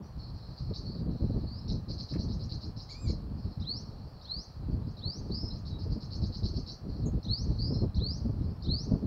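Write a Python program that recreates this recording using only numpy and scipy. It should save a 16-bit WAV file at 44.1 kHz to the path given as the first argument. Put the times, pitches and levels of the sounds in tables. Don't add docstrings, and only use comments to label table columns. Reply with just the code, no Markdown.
import sys
import numpy as np
from scipy import signal
from scipy.io import wavfile
from scipy.ndimage import uniform_filter1d, map_coordinates

SR = 44100
rng = np.random.default_rng(int(sys.argv[2]) if len(sys.argv) > 2 else 0)


def transcribe(signal):
    frames = np.atleast_2d(signal).T
    limited = np.clip(frames, -1, 1)
    pcm = np.round(limited * 32767).astype(np.int16)
    wavfile.write(sys.argv[1], SR, pcm)


N = 399546
TIME = np.arange(N) / SR

# start_s, knee_s (where the glide steepens), end_s, level_db
WHISTLES = [(3.637, 3.751, 3.822, -34), (4.252, 4.385, 4.452, -36), (5.003, 5.113, 5.203, -34.5),
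            (7.262, 7.367, 7.447, -32.5), (7.982, 8.103, 8.188, -35), (8.662, 8.777, 8.860, -32.5)]
# stage (0 start, 1 knee, 2 end), pitch_hz, level_db
WHISTLE_SHAPE = [(0, 2974, -35.5), (.15, 3480, -25.5), (.3, 3918, -7.5), (.54, 4288, 0), (.76, 4480, -3.5),
                 (1, 4810, -7), (1.35, 5370, -12.5), (1.7, 5950, -20.5), (2, 6550, -32)]
# multiple, level_db
WHISTLE_PARTIALS = [(1, -2), (2, -54), (3, -53.5)]
# start_s, length_s, level_db
FLICKS = [(3.598, 0.033, -50), (4.212, 0.052, -51.5), (4.968, 0.031, -51.5), (7.228, 0.032, -47),
          (7.944, .034, -46), (8.622, 0.044, -46.5)]
# share_of_note, pitch_hz, level_db
FLICK_LOW = [(0, 4360, 0.5), (.3, 3830, -19.5), (.6, 3730, -9), (.85, 4200, 4), (1, 4450, -4)]
FLICK_HIGH = [(0, 4010, -5.5), (0.248, 5150, -7.5), (.6, 5750, -20), (1, 5330, -21.5)]
# start_s, length_s, level_db, high_side_db (added on the high side)
CHATTER = [(0.56, .054, -55, -5), (0.736, .054, -44.5, -1.5), (1.677, .061, -46, 0),
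           (1.883, 0.068, -48, -2), (1.979, 0.058, -45.5, -2), (2.085, 0.061, -47, 0),
           (2.179, .07, -47, -3), (2.284, 0.074, -52.5, 0), (2.392, 0.07, -52.5, 2),
           (2.491, 0.069, -48, -2), (2.606, 0.067, -51, 1.5), (2.762, 0.084, -52, 2.5),
           (2.889, 0.062, -46, -4), (3.068, 0.07, -46, -3.5), (4.865, 0.062, -65, 4),
           (5.525, 0.075, -56.5, 3.5), (5.651, .057, -54, 0), (5.786, .07, -55.5, 4),
           (5.899, .064, -55, 2.5), (6.000, 0.064, -54.5, 3.5), (6.105, 0.069, -47.5, -0.5),
           (6.214, 0.065, -48, -0.5), (6.322, 0.068, -47.5, -0.5), (6.43, 0.068, -46.5, 1),
           (6.541, 0.067, -46.5, -1.5), (6.66, 0.085, -47, -2)]
# share_of_note, pitch_hz, level_db
CHATTER_LOW = [(0, 4100, -5.5), (.1, 4400, -5), (.22, 4280, -5.5), (.5, 4400, 4), (.64, 4800, -10.5),
               (.75, 4850, -29), (1, 4730, -28)]
CHATTER_HIGH = [(0, 4880, -13), (0.199, 5150, -6), (0.599, 5070, -8.5), (.73, 5300, -3.5),
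                (0.861, 6150, -18), (1, 6240, -18)]
# start_s, length_s, first_hz, last_hz, bend (over 1 glides early and levels off),
# level_db, fade_db (lost over the note)
SLURS = [(.02, 0.062, 5460, 6030, 1.3, -62.5, 13), (.18, .11, 4400, 4260, 0.89, -55, 10),
         (.848, .22, 4304, 4660, 2.4, -48, 25), (1.45, .155, 4200, 5520, .6, -54.5, 0.5),
         (5.305, 0.2, 3710, 5200, 5.5, -43.5, 6), (7.582, .225, 4260, 5295, 2.3, -40, 16)]
# start_s, length_s, first_hz, last_hz, bend, level_db, fade_db
PIPS = [(2.55, 0.033, 4300, 4090, 1.1, -48, 8), (5.502, 0.027, 3934, 4500, .45, -47.5, 4),
        (5.705, 0.088, 3900, 3900, 1.1, -56, 5), (7.732, 0.036, 4200, 4190, 1.1, -53, -5),
        (7.782, 0.05, 4280, 4200, 1.1, -50, 8), (8.905, 0.041, 4920, 4900, 1.1, -61, 2)]
# time_s, pitch_hz, level_db, shrillness_db_per_octave
SQUEAL = [(2.89, 2030, -62, -4), (2.91, 2383, -62, 0), (2.934, 2150, -66, 3), (2.956, 2366, -61, -8),
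          (3.027, 2524, -68.5, 4.5), (3.061, 2370, -61.5, 1), (3.083, 2120, -65, 2), (3.102, 2420, -65, 0),
          (3.112, 2070, -59, 1)]
# multiple, level_db
SQUEAL_PARTIALS = [(1, -1.5), (1.5, -10.5), (2, 3.5), (2.5, -9), (3, -1.5), (3.5, -22), (4, -22)]
# start_s, level_db (of the noise at onset, ahead of its filters)
TWIG_TICKS = [(2.138, -36.5), (2.149, -41), (2.161, -41), (2.186, -53)]
# start_s, length_s, level_db (strength added to the steady twitter)
FAR_PHRASES = [(0.176, .13, -63), (0.334, 0.21, -63.5), (0.566, 0.44, -63.5), (1.099, 0.356, -66),
               (1.471, 0.28, -66.5), (3.37, 0.19, -66.5), (3.965, 0.35, -73), (4.696, 0.037, -69.5),
               (5.263, 0.27, -66), (6.876, 0.16, -64), (7.49, 0.35, -64.5), (8.40, 0.12, -73.5)]
# time_s, large_eddies_db, small_eddies_db
BREEZE = [(0.0, -42.5, -40), (0.11, -42.5, -57.5), (0.5, -42, -55.5), (0.7, -36.5, -51), (0.8, -39, -49),
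          (1.0, -38, -38), (1.36, -32, -36.5), (1.58, -44.5, -53), (1.72, -37.0, -42), (2.06, -38.5, -46),
          (2.19, -33, -36.5), (2.5, -34.5, -47), (2.92, -45, -56), (3.06, -33, -44.0), (3.5, -41, -44),
          (4.0, -43.5, -53.0), (4.52, -47.5, -68.5), (4.7, -29, -37), (4.97, -43, -49.5), (5.4, -38.5, -45),
          (5.65, -37.5, -48.5), (5.92, -36, -44), (6.58, -35.5, -46), (6.76, -45, -51.5),
          (6.88, -36, -40.5), (7.1, -31.5, -43), (7.8, -31.5, -39.5), (8.05, -32, -41.5), (8.8, -36, -45.5),
          (8.93, -38, -40.5), (9.06, -32.5, -29.5)]
LULLS = [0.569, .74, 1.185, 2.089, 2.61, 3.55, 4.44, 5.135, 6.0, 6.34, 6.78, 7.224, 7.355, 7.926, 8.56]
# start_s, low_thump_db, flutter_db (above the thump in pitch)
BUFFETS = [(.155, -39, -55), (.33, -37, -59), (0.604, -34, -55), (0.684, -32.5, -39), (1.211, -29, -36),
           (1.35, -31.5, -39), (2.136, -39, -44), (2.65, -44, -41), (2.764, -40, -48),
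           (3.439, -31.5, -45.5), (3.571, -30, -45), (4.36, -39.5, -46), (4.68, -44, -46),
           (5.055, -32.5, -46), (5.29, -36.5, -36.5), (5.426, -32.5, -38), (5.888, -28.5, -42.5),
           (5.953, -47, -36), (6.21, -26.5, -37.5), (6.421, -28, -36.5), (6.559, -31, -38.5),
           (7.05, -30, -33.5), (7.12, -31.5, -42.5), (7.25, -38.5, -40.5), (7.30, -32, -51),
           (7.48, -30, -36.5), (7.703, -45, -29.5), (7.814, -29, -29), (7.959, -30, -49),
           (8.243, -24.5, -33), (8.38, -31.5, -42), (8.664, -32, -33), (8.91, -27.5, -27)]
# frequency_hz, density_db_per_hz
LARGE_EDDIES = [(22, -11.5), (45, 0), (95, 2), (150, -4), (200, -16), (300, -30)]
SMALL_EDDIES = [(110, -18.5), (160, -2.5), (210, 4.5), (300, -9), (450, -13), (700, -32), (1100, -48),
                (2000, -82.5)]
AIR = [(22, 3), (60, 3.5), (250, -4), (500, -1), (1000, -3), (1500, -14.5), (2100, -21), (3000, -22.5),
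       (6000, -34), (8000, -33.5), (12000, -36), (15500, -32.5)]
# delay_s, level_db
TRUNKS = [(.0043, -9), (0.0096, -6.5), (.021, -23), (.038, -20)]

TICK_START_S, TICK_S, TICK_BOTTOM_HZ, TICK_SWOOP_HZ = 7.054, 0.031, 6430, 1450
TICK_DB, TICK_EDGE_DB = -53.5, -12
FAR_ATTACK_S, FAR_RELEASE_S, FAR_STEADY_DB = 0.02, 0.039, -69
LULL_S, LULL_DB = 0.02, -14
BUFFET_ATTACK_S, BUFFET_HOLD_S, BUFFET_RELEASE_S = 0.0055, 0.024, 0.048
EDDY_TOP_HZ, AIR_DB, CUTOFF_HZ = 1010, -58, 15750


def rising_whistles():
    out = np.zeros(N)
    for start, knee, end, level_db in WHISTLES:
        stage = np.interp(span(start, end), [start, knee, end], [0, 1, 2])
        hz, shape_db = read(WHISTLE_SHAPE, stage)
        add(out, start, syrinx(hz, shape_db + level_db, jitter=0.0063, partials=WHISTLE_PARTIALS))
    return out


def flicks():
    low = repeats(FLICKS, FLICK_LOW, variety=0.018, jitter=0.018)
    high = repeats(FLICKS, FLICK_HIGH, variety=0.03, jitter=0.038)
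    return low + high


def chatter():
    low_notes = [(start, length, level_db) for start, length, level_db, _ in CHATTER]
    high_notes = [(start, length, level_db + high_db) for start, length, level_db, high_db in CHATTER]
    low = repeats(low_notes, CHATTER_LOW, variety=0.02, jitter=0.017,
                  warble=0.075, warble_hz=145, throb_db=6)
    high = repeats(high_notes, CHATTER_HIGH, variety=0.025, jitter=0.034,
                   warble=0.045, warble_hz=145, throb_db=4)
    voice = from_db(-1.5) * (low + high)
    return voice * (1 + 0.096 * drift(3500, N))


def slurs():
    return glides(SLURS, attack_s=0.021, release_s=0.016, jitter=0.021, warble=0.021, warble_hz=168)


def pips():
    return glides(PIPS, attack_s=0.006, release_s=0.005, jitter=0.015)


def squeal():
    start = SQUEAL[0][0]
    hz, db, shrill_db = read(SQUEAL, span(start, SQUEAL[-1][0]))
    out = np.zeros(N)
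    add(out, start, syrinx(hz, db, jitter=0.0048, partials=SQUEAL_PARTIALS, shrill_db=shrill_db))
    return out


def tick():
    out = np.zeros(N)
    height = np.linspace(-1, 1, len(span(0, TICK_S))) ** 2
    hz = TICK_BOTTOM_HZ + TICK_SWOOP_HZ * height
    add(out, TICK_START_S, syrinx(hz, TICK_DB + TICK_EDGE_DB * height, jitter=0.0097))
    return out


def twig():
    out, t = np.zeros(N), span(0, 0.04)
    for start, level_db in TWIG_TICKS:
        crack = rng.standard_normal(len(t)) * from_db(level_db - 60 * t / 0.031)
        wood = band(crack, 1200, 2340)
        snap = from_db(-26) * band(crack, 2500, 11000)
        add(out, start, wood + snap)
    return out


def chorus(count, centre_hz, spread, dull_db):
    out, share = np.zeros(N), np.linspace(0, 1, int(0.04 * SR))
    for k, (when, pitch, slope) in enumerate(rng.random((count, 3))):
        hz = centre_hz * np.exp(spread * pitch + 0.2 * (slope - 0.5) * (share - 0.5))
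        chirp = np.sin(np.pi * share) * syrinx(hz, dull_db * pitch, jitter=0.035)
        add(out, (k + when) / count * N / SR, chirp)
    blur = foliage(out, t60=0.36, onset_s=0.0046, low_hz=3530, high_hz=6700)
    loudness = np.sqrt(uniform_filter1d(blur ** 2, SR // 10) + 1e-9)
    return far_phrases() * blur / loudness


def far_phrases():
    strength = np.full(N, from_db(FAR_STEADY_DB))
    for start, length, level_db in FAR_PHRASES:
        add(strength, start, from_db(level_db) * swell(length, FAR_ATTACK_S, FAR_RELEASE_S))
    return strength


def wind(unsteady_db, unsteady_per_s):
    lulls = sum(np.exp(-((TIME - when) / LULL_S) ** 2) for when in LULLS)
    swing_db = LULL_DB * lulls + unsteady_db * drift(unsteady_per_s, N)
    breeze = from_db(np.array(read(BREEZE, TIME)) + swing_db)
    large, small = np.hypot(breeze, buffets())
    rumble = eddies(LARGE_EDDIES, large, lumps_db=6.5, lumps_per_s=30)
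    flutter = eddies(SMALL_EDDIES, small, lumps_db=6.5, lumps_per_s=50)
    return rumble + flutter


def buffets():
    large, small = np.zeros((2, N))
    shape = swell(BUFFET_ATTACK_S + BUFFET_HOLD_S, BUFFET_ATTACK_S, BUFFET_RELEASE_S)
    for start, thump_db, flutter_db in BUFFETS:
        add(large, start, from_db(thump_db) * shape)
        add(small, start, from_db(flutter_db) * shape)
    return large, small


def eddies(spectrum, strength, lumps_db, lumps_per_s):
    flow = noise(spectrum) * from_db(lumps_db * drift(lumps_per_s, N))
    power = uniform_filter1d(uniform_filter1d(flow ** 2, size=1700), size=900)
    return band(strength * flow / np.sqrt(power + 1e-9), 20, min(spectrum[-1][0], EDDY_TOP_HZ))


def air():
    return from_db(AIR_DB) * noise(AIR)


def trunks(x):
    out = x.copy()
    for delay, level_db in TRUNKS:
        add(out, delay, from_db(level_db) * x)
    return out


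def foliage(x, t60, onset_s, low_hz, high_hz):
    t = span(0, t60)
    echoes = rng.standard_normal(len(t)) * (rng.random(len(t)) < 3000 / SR)
    decay = from_db(-60 * t / t60) * (1 - np.exp(-t / onset_s))
    tail = band(echoes * decay, low_hz, high_hz)
    return signal.fftconvolve(x, tail / np.linalg.norm(tail))[:N]


def syrinx(hz, db, jitter, warble=0, warble_hz=0, throb_db=0, partials=((1, 0),), shrill_db=0):
    n = len(hz)
    cycle = 2 * np.pi * (np.cumsum(warble_hz * (1 + 0.1464 * drift(80, n))) / SR + rng.random())
    wavering_hz = hz * (1 + jitter * drift(900, n) + warble * np.sin(cycle))
    phase = 2 * np.pi * np.cumsum(wavering_hz) / SR
    edge = np.clip(np.minimum(np.arange(n), np.arange(n)[::-1]) / (0.0025 * SR), 0, 1)
    tone = 0
    for multiple, level_db in partials:
        tilt_db = np.log2(multiple) * (shrill_db + 1.4 * drift(51.7, n))
        tone = tone + from_db(level_db + tilt_db) * np.sin(round(2 * multiple) / 2 * phase)
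    strength = from_db(db + throb_db * np.cos(cycle) + 2.02 * drift(105, n))
    return np.sqrt(2) * strength * np.sin(edge * np.pi / 2) ** 2 * tone


def repeats(notes, shape, variety, **voice):
    out = np.zeros(N)
    for start, length, level_db in notes:
        share = (span(start, start + length) - start) / length
        hz, shape_db = read(shape, share)
        varied_hz = hz * (1 + variety * drift(37.9, len(hz)))
        add(out, start, syrinx(varied_hz, shape_db + level_db, **voice))
    return out


def glides(notes, attack_s, release_s, **voice):
    out = np.zeros(N)
    for start, length, first_hz, last_hz, bend, level_db, fade_db in notes:
        t = span(0, length)
        share = np.clip(t / length, 0, 1)
        hz = last_hz + (first_hz - last_hz) * (1 - share) ** bend
        edges = np.clip(np.minimum(t / attack_s, (length - t) / release_s), 0, 1)
        add(out, start, edges * syrinx(hz, level_db - fade_db * share, **voice))
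    return out


def swell(length, attack_s, release_s):
    t = span(0, length + release_s)
    return np.clip(t / attack_s, 0, 1) * np.clip((length + release_s - t) / release_s, 0, 1) ** 2


def noise(spectrum):
    hz, db = np.transpose(spectrum)
    edges = 20 * 2 ** (np.arange(21) / 2)
    white, out = rng.standard_normal((2, N)), 0
    for k, (low, high) in enumerate(zip(edges, edges[1:])):
        if high > hz[0] and low < hz[-1]:
            band_db = np.interp(np.log(low * high) / 2, np.log(hz), db)
            out = out + from_db(band_db) * band(white[k % 2], low, high)
    return rms_one(out)


def drift(rate, size):
    at = np.arange(size) * rate / SR
    return map_coordinates(rng.standard_normal(int(at[-1]) + 2), [at], order=2, mode="nearest")


def band(x, low_hz, high_hz):
    edges_hz = [low_hz, min(high_hz, 0.45 * SR)]
    return signal.sosfilt(signal.butter(2, edges_hz, "band", fs=SR, output="sos"), x)


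def from_db(db):
    return 10 ** (np.asarray(db) / 20)


def rms_one(x):
    return x / np.sqrt(np.mean(x ** 2) + 1e-20)


def read(rows, at):
    key, *columns = np.transpose(rows)
    return [np.interp(at, key, column) for column in columns]


def span(start, end):
    return start + np.arange(max(int((end - start) * SR), 64)) / SR


def add(out, start, sound):
    i = max(int(start * SR), 0)
    out[i:i + len(sound)] += sound[:max(N - i, 0)]


def scene():
    near = trunks(rising_whistles())
    farther = trunks(chatter() + slurs() + flicks())
    close = squeal() + pips() + tick() + twig()
    birds = near + from_db(-18) * foliage(near, t60=0.55, onset_s=0.002, low_hz=3500, high_hz=7240)
    birds += from_db(-1.0) * farther
    birds += from_db(-13) * foliage(farther, t60=0.27, onset_s=0.0066, low_hz=3080, high_hz=6840)
    birds += close + from_db(-12) * foliage(close, t60=0.14, onset_s=0.005, low_hz=2000, high_hz=8000)
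    birds += chorus(count=1400, centre_hz=4083, spread=0.35, dull_db=-16.5)
    return (birds + wind(unsteady_db=2.5, unsteady_per_s=18) + air())[None]


def record(dry):
    return signal.sosfilt(signal.ellip(12, 0.1, 80, CUTOFF_HZ, fs=SR, output="sos"), dry)


dry = scene()
out = record(dry)
transcribe(out)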